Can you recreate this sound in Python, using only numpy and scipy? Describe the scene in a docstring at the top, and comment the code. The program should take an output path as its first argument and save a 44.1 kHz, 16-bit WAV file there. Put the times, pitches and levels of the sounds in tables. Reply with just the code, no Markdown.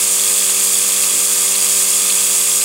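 """A portable milking machine runs steadily beside a cow, close to the microphone.
Its motor-driven vacuum pump chugs twice a turn: even harmonics of the shaft rate, with casing and frame tones.
Coloured noise makes the rough churning and the loud air hiss, which dips and puffs at each chug.
A knock once a turn rings small metal parts; the pulsator clacks over and back about once a second.
Something shuffles softly near the middle, as a short swell of dull noise."""
import sys
import numpy as np
from scipy import signal
from scipy.fft import rfft, irfft
from scipy.io import wavfile

SR = 44100
rng = np.random.default_rng(int(sys.argv[2]) if len(sys.argv) > 2 else 0)


def to_wav(sig):
    """Store sig (one row per channel, or 1-D mono) as 16-bit WAV at the path in sys.argv[1].

    Samples outside -1..1 are clipped; the rate is SR.
    """
    pcm = np.clip(np.atleast_2d(sig), -1, 1) * 32767
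    pcm = np.round(pcm).astype(np.int16)
    wavfile.write(sys.argv[1], SR, pcm.T)  # frames by channels


N = 116424  # samples

SHAFT_HZ, SPEED_WANDER = 48.255, 0.00048  # mean shaft rate; spread as a share of it

# Pump hum, before the body level: multiple_of_shaft_rate, level_db
HUM_HARMONICS = [(2, -56.5), (4, -44), (6, -53), (8, -41), (10, -40.5), (12, -43.5), (14, -52)]
CHUG_TURN, HUM_WAVER_DB = 0.2767, 0.68  # place of the crest in turns; level spread
CHUG_SMEAR = 0.0035  # turns of delay per multiple: each chug sweeps upward

# Casing shaken once a turn, before the body level: multiple_of_shaft_rate, level_db
CASING_HARMONICS = [(20, -52), (21, -54.5), (22, -51.5), (23, -63), (24, -44), (25, -45), (26, -47.5),
                    (27, -57.5), (32, -50.5), (34, -58), (44, -47)]
CASING_WAVER_DB = 1.1
# Steady tones of motor and frame, before the body level: pitch_hz, level_db
FRAME_TONES = [(85, -63), (204, -54), (264, -58), (748, -62)]

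# Colour of the running machine's churning: freq_hz, relative_db_per_hz
CHURN_COLOUR = [(25, -33), (60, -29), (130, -22), (260, -13.5), (550, -11), (720, -10), (930, -6),
                (1270, -3), (1400, -11), (1580, -6.5), (1950, -6), (2650, 2), (3020, -4), (3400, 1.5),
                (3900, -5), (6000, -15)]
CHURN_DB, CHURN_FLUTTER_DB = -27, 0.5  # level before the body level; level spread

# Level of hum, casing, frame and churn as the microphone moves: time_s, gain_db
BODY_LEVEL_CURVE = [(0, -0.4), (.9, -0.5), (1.65, 0), (2.2, -0.3), (2.64, -1.2)]

# Colour of the rushing air: freq_hz, relative_db_per_hz
HISS_COLOUR = [(200, -49), (2000, -30), (4000, -16), (4700, -8), (5700, -11), (6000, -6.5), (6350, -6.5),
               (6900, -1.5), (7750, 0.9), (8350, 2.5), (9050, -0.9), (9600, -4.5), (10000, -5),
               (11200, -10), (11600, -8.3), (13200, -14), (15600, -13)]
# Faint whistles of the air outlet: pitch_hz, width_hz, boost_db
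OUTLET_WHISTLES = [(6930, 160, 3.5), (7870, 100, 3.5), (8700, 190, 2), (10500, 150, 6), (11600, 140, 1.5)]
# Level of the hiss over time, added to HISS_DB: time_s, gain_db
HISS_LEVEL_CURVE = [(0, -.2), (.7, -0.55), (1.4, -0.5), (2.2, 0), (2.64, 0.2)]
HISS_DB = -13
HISS_FLUTTER_DB, FLUTTER_HZ, HISS_GRAIN_DB = 0.43, 26, 0.58  # slow flutter and its rate; fast grain
VALVE_TURN, VALVE_DIP, VALVE_PUFF = 0.277, 0.31, 0.16  # place in turns; shares of the flow
VALVE_WIDTH, PUFF_LAG = 0.091, 0.13  # chugs

# What the knock rings: pitch_hz, t60_s, relative_level_db
KNOCK_MODES_TABLE = [(2730, .006, -6), (3317, 0.033, -2), (3476, 0.021, -3), (3440, .008, -32),
                     (4600, .005, 3)]
KNOCK_TURN, TURN_JITTER_S = .47, .00002  # place in turns; timing scatter
KNOCK_DB, KNOCK_SPREAD = -32, 0.33  # level of the whole train; scatter of each blow's strength
KNOCK_GRIT, KNOCK_GRIT_S = 0.091, 0.00087  # noise share of a blow; its decay time
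KNOCK_LOW_HZ = 2300  # the small parts radiate little below this

# Pulsator clacks: start_s, level_db
PULSATOR_CLACKS = [(.491, -17.5), (1.035, -15), (1.551, -15.5), (2.098, -14.5), (2.613, -17)]
# Colour of the clacks: freq_hz, relative_db_per_hz
CLACK_COLOUR_CURVE = [(400, -35), (1100, -15), (2100, -17), (2600, 2.5), (3400, -9.5), (4400, 2.5),
                      (5400, -24), (10000, -37)]
CLACK_DECAY_S, REBOUND_S, REBOUND_DB = .003, .0055, -2  # rebound: delay and relative level

# Colour of the soft shuffle: freq_hz, relative_db_per_hz
SHUFFLE_COLOUR = [(120, -28), (220, -4), (310, 6), (400, 2.5), (600, -13), (1500, -38)]
SHUFFLE_S, SHUFFLE_WIDTH_S, SHUFFLE_DB = 1.16, 0.052, -37.5  # centre, swell width, peak level

CEILING, TOP_HZ = .88, 15720  # full-scale limit; upper edge of the sound
NOTCH_HZ, NOTCH_WIDTH_HZ, NOTCH_DEPTH, NOTCH_REACH_HZ = 8060, 1100, .62, 1900  # depth: share removed


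def undb(db):
    """Decibels to gain."""
    return 10 ** (np.asarray(db) / 20)


def unit(x):
    """Scale to rms 1."""
    return x / np.sqrt(np.mean(x ** 2))


def bin_hz():
    """Frequency of each spectrum bin."""
    return np.arange(N // 2 + 1) * SR / N


def curve(points, t):
    """Gain drawn in straight dB lines between (time_s, gain_db) points."""
    return undb(np.interp(t, *np.array(points).T))


def colour(x, points):
    """Filter by (freq_hz, db) points, joined over log frequency."""
    hz, db = np.array(points, float).T
    f = np.maximum(bin_hz(), 1)
    gain = undb(np.interp(np.log(f), np.log(hz), db))
    return irfft(rfft(x) * gain, N)


def noise(points):
    """Noise of a given colour, rms 1."""
    return unit(colour(rng.standard_normal(N), points))


def walk(rate):
    """Random wavering with spread 1, mostly slower than rate in Hz."""
    f = bin_hz()
    lowpass = np.exp(-2 * (f / rate) ** 2) * (f > 0)
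    return unit(irfft(rfft(rng.standard_normal(N)) * lowpass, N))


def tone(cycles, db):
    """A sine at an rms level."""
    return np.sqrt(2) * undb(db) * np.cos(2 * np.pi * cycles)


def pump_hum(turns):
    """Two chugs a turn: even harmonics that crest nearly together, the higher ones a little later."""
    hum = np.zeros(N)
    for multiple, db in HUM_HARMONICS:
        k = round(multiple)
        hum += tone(k * (turns - CHUG_TURN - CHUG_SMEAR * k), db + HUM_WAVER_DB * walk(5.9))
    return hum


def casing_and_frame(turns, t):
    """The casing buzzes at multiples of the shaft rate; motor and frame hold fixed pitches."""
    buzz = np.zeros(N)
    for multiple, db in CASING_HARMONICS:
        buzz += tone(round(multiple) * turns + rng.random(), db + CASING_WAVER_DB * walk(39))
    for hz, db in FRAME_TONES:
        buzz += tone(hz * t + rng.random(), db + walk(10))
    return buzz


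def churn():
    """Rough running of motor and pump: coloured noise with a fluttering level."""
    return noise(CHURN_COLOUR) * undb(CHURN_DB + CHURN_FLUTTER_DB * walk(46))


def air_hiss(turns, t):
    """Turbulent hiss with faint whistles; it is pinched off a little, then puffs, at each chug."""
    chugs = 2 * (turns - VALVE_TURN)

    def bump(lag):
        """A smooth pulse once a chug."""
        offset = (chugs - lag + .5) % 1 - .5
        return np.exp(-(offset / VALVE_WIDTH) ** 2)

    flow = 1 - VALVE_DIP * bump(0) + VALVE_PUFF * bump(PUFF_LAG)
    flutter = undb(HISS_FLUTTER_DB * walk(FLUTTER_HZ) + HISS_GRAIN_DB * walk(620))
    f = bin_hz()
    boost_db = sum(db / (1 + (2 * (f - hz) / width) ** 2) for hz, width, db in OUTLET_WHISTLES)
    jet = irfft(rfft(noise(HISS_COLOUR)) * undb(boost_db), N)
    return undb(HISS_DB) * curve(HISS_LEVEL_CURVE, t) * unit(jet * flow * flutter)


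def knock(turns, t):
    """One gritty blow a turn, of varying strength, excites decaying metal modes."""
    each = np.arange(int(turns[-1])) + KNOCK_TURN
    shift, strength = rng.uniform(-1.2, 1, (len(each), 2)).T
    at = (np.interp(each, turns, t) + TURN_JITTER_S * shift) * SR
    blows = np.zeros(N)
    blows[np.clip(at.astype(int), 0, N - 1)] = 1 + KNOCK_SPREAD * strength
    grit_envelope = signal.fftconvolve(blows, np.exp(-t / KNOCK_GRIT_S))[:N]
    grit = KNOCK_GRIT * rng.standard_normal(N) * grit_envelope
    ring = np.zeros(N)
    for hz, t60, db in KNOCK_MODES_TABLE:
        decay = np.exp(-np.log(1000) * t / t60)
        ring += undb(db) * decay * np.cos(2 * np.pi * hz * t)
    rung = signal.fftconvolve(blows + grit, ring)[:N]
    highpass = signal.butter(2, KNOCK_LOW_HZ, "high", fs=SR, output="sos")
    return undb(KNOCK_DB) * unit(signal.sosfilt(highpass, rung))


def pulsator(t):
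    """The slide hits its stop and rebounds once: two decaying bursts of coloured noise a clack."""
    def hit(start):
        """Sudden onset, exponential decay."""
        return (t >= start) * np.exp(-np.abs(t - start) / CLACK_DECAY_S)

    blows = np.zeros(N)
    for start, db in PULSATOR_CLACKS:
        blows += undb(db) * (hit(start) + undb(REBOUND_DB) * hit(start + REBOUND_S))
    rub = rng.standard_normal(N)
    loudness = np.std(colour(rub, CLACK_COLOUR_CURVE))  # of the steady noise, so colour adds no level
    return colour(rub * blows, CLACK_COLOUR_CURVE) / loudness


def shuffle(t):
    """A brief dull shuffle: noise that swells and fades smoothly."""
    swell = np.exp(-((t - SHUFFLE_S) / SHUFFLE_WIDTH_S) ** 2)
    return noise(SHUFFLE_COLOUR) * undb(SHUFFLE_DB) * swell


def notched(x):
    """A resonant notch in the treble, confined to its neighbourhood."""
    f = bin_hz()
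    band = 1j * f * NOTCH_WIDTH_HZ / (NOTCH_HZ ** 2 - f ** 2 + 1j * f * NOTCH_WIDTH_HZ)
    near = np.exp(-((f - NOTCH_HZ) / NOTCH_REACH_HZ) ** 6)
    return irfft(rfft(x) * (1 - NOTCH_DEPTH * band * near), N)


def scene():
    """One shaft drives hum, casing buzz, knock and hiss pulses; both channels hear the same."""
    t = np.arange(N) / SR
    turns = np.cumsum(SHAFT_HZ * (1 + SPEED_WANDER * walk(3.2))) / SR
    machine = pump_hum(turns) + casing_and_frame(turns, t) + churn()
    machine = machine * curve(BODY_LEVEL_CURVE, t)
    sound = machine + air_hiss(turns, t) + knock(turns, t) + pulsator(t) + shuffle(t)
    return np.array([sound, sound])


def record(dry):
    """The recorder rounds only the very highest peaks, notches the left channel and cuts the top steeply."""
    left, right = dry / (1 + (dry / CEILING) ** 16) ** (1 / 16)
    lowpass = signal.ellip(12, .1, 90, TOP_HZ, fs=SR, output="sos")
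    return signal.sosfilt(lowpass, np.array([notched(left), right]))


dry = scene()
out = record(dry)
to_wav(out)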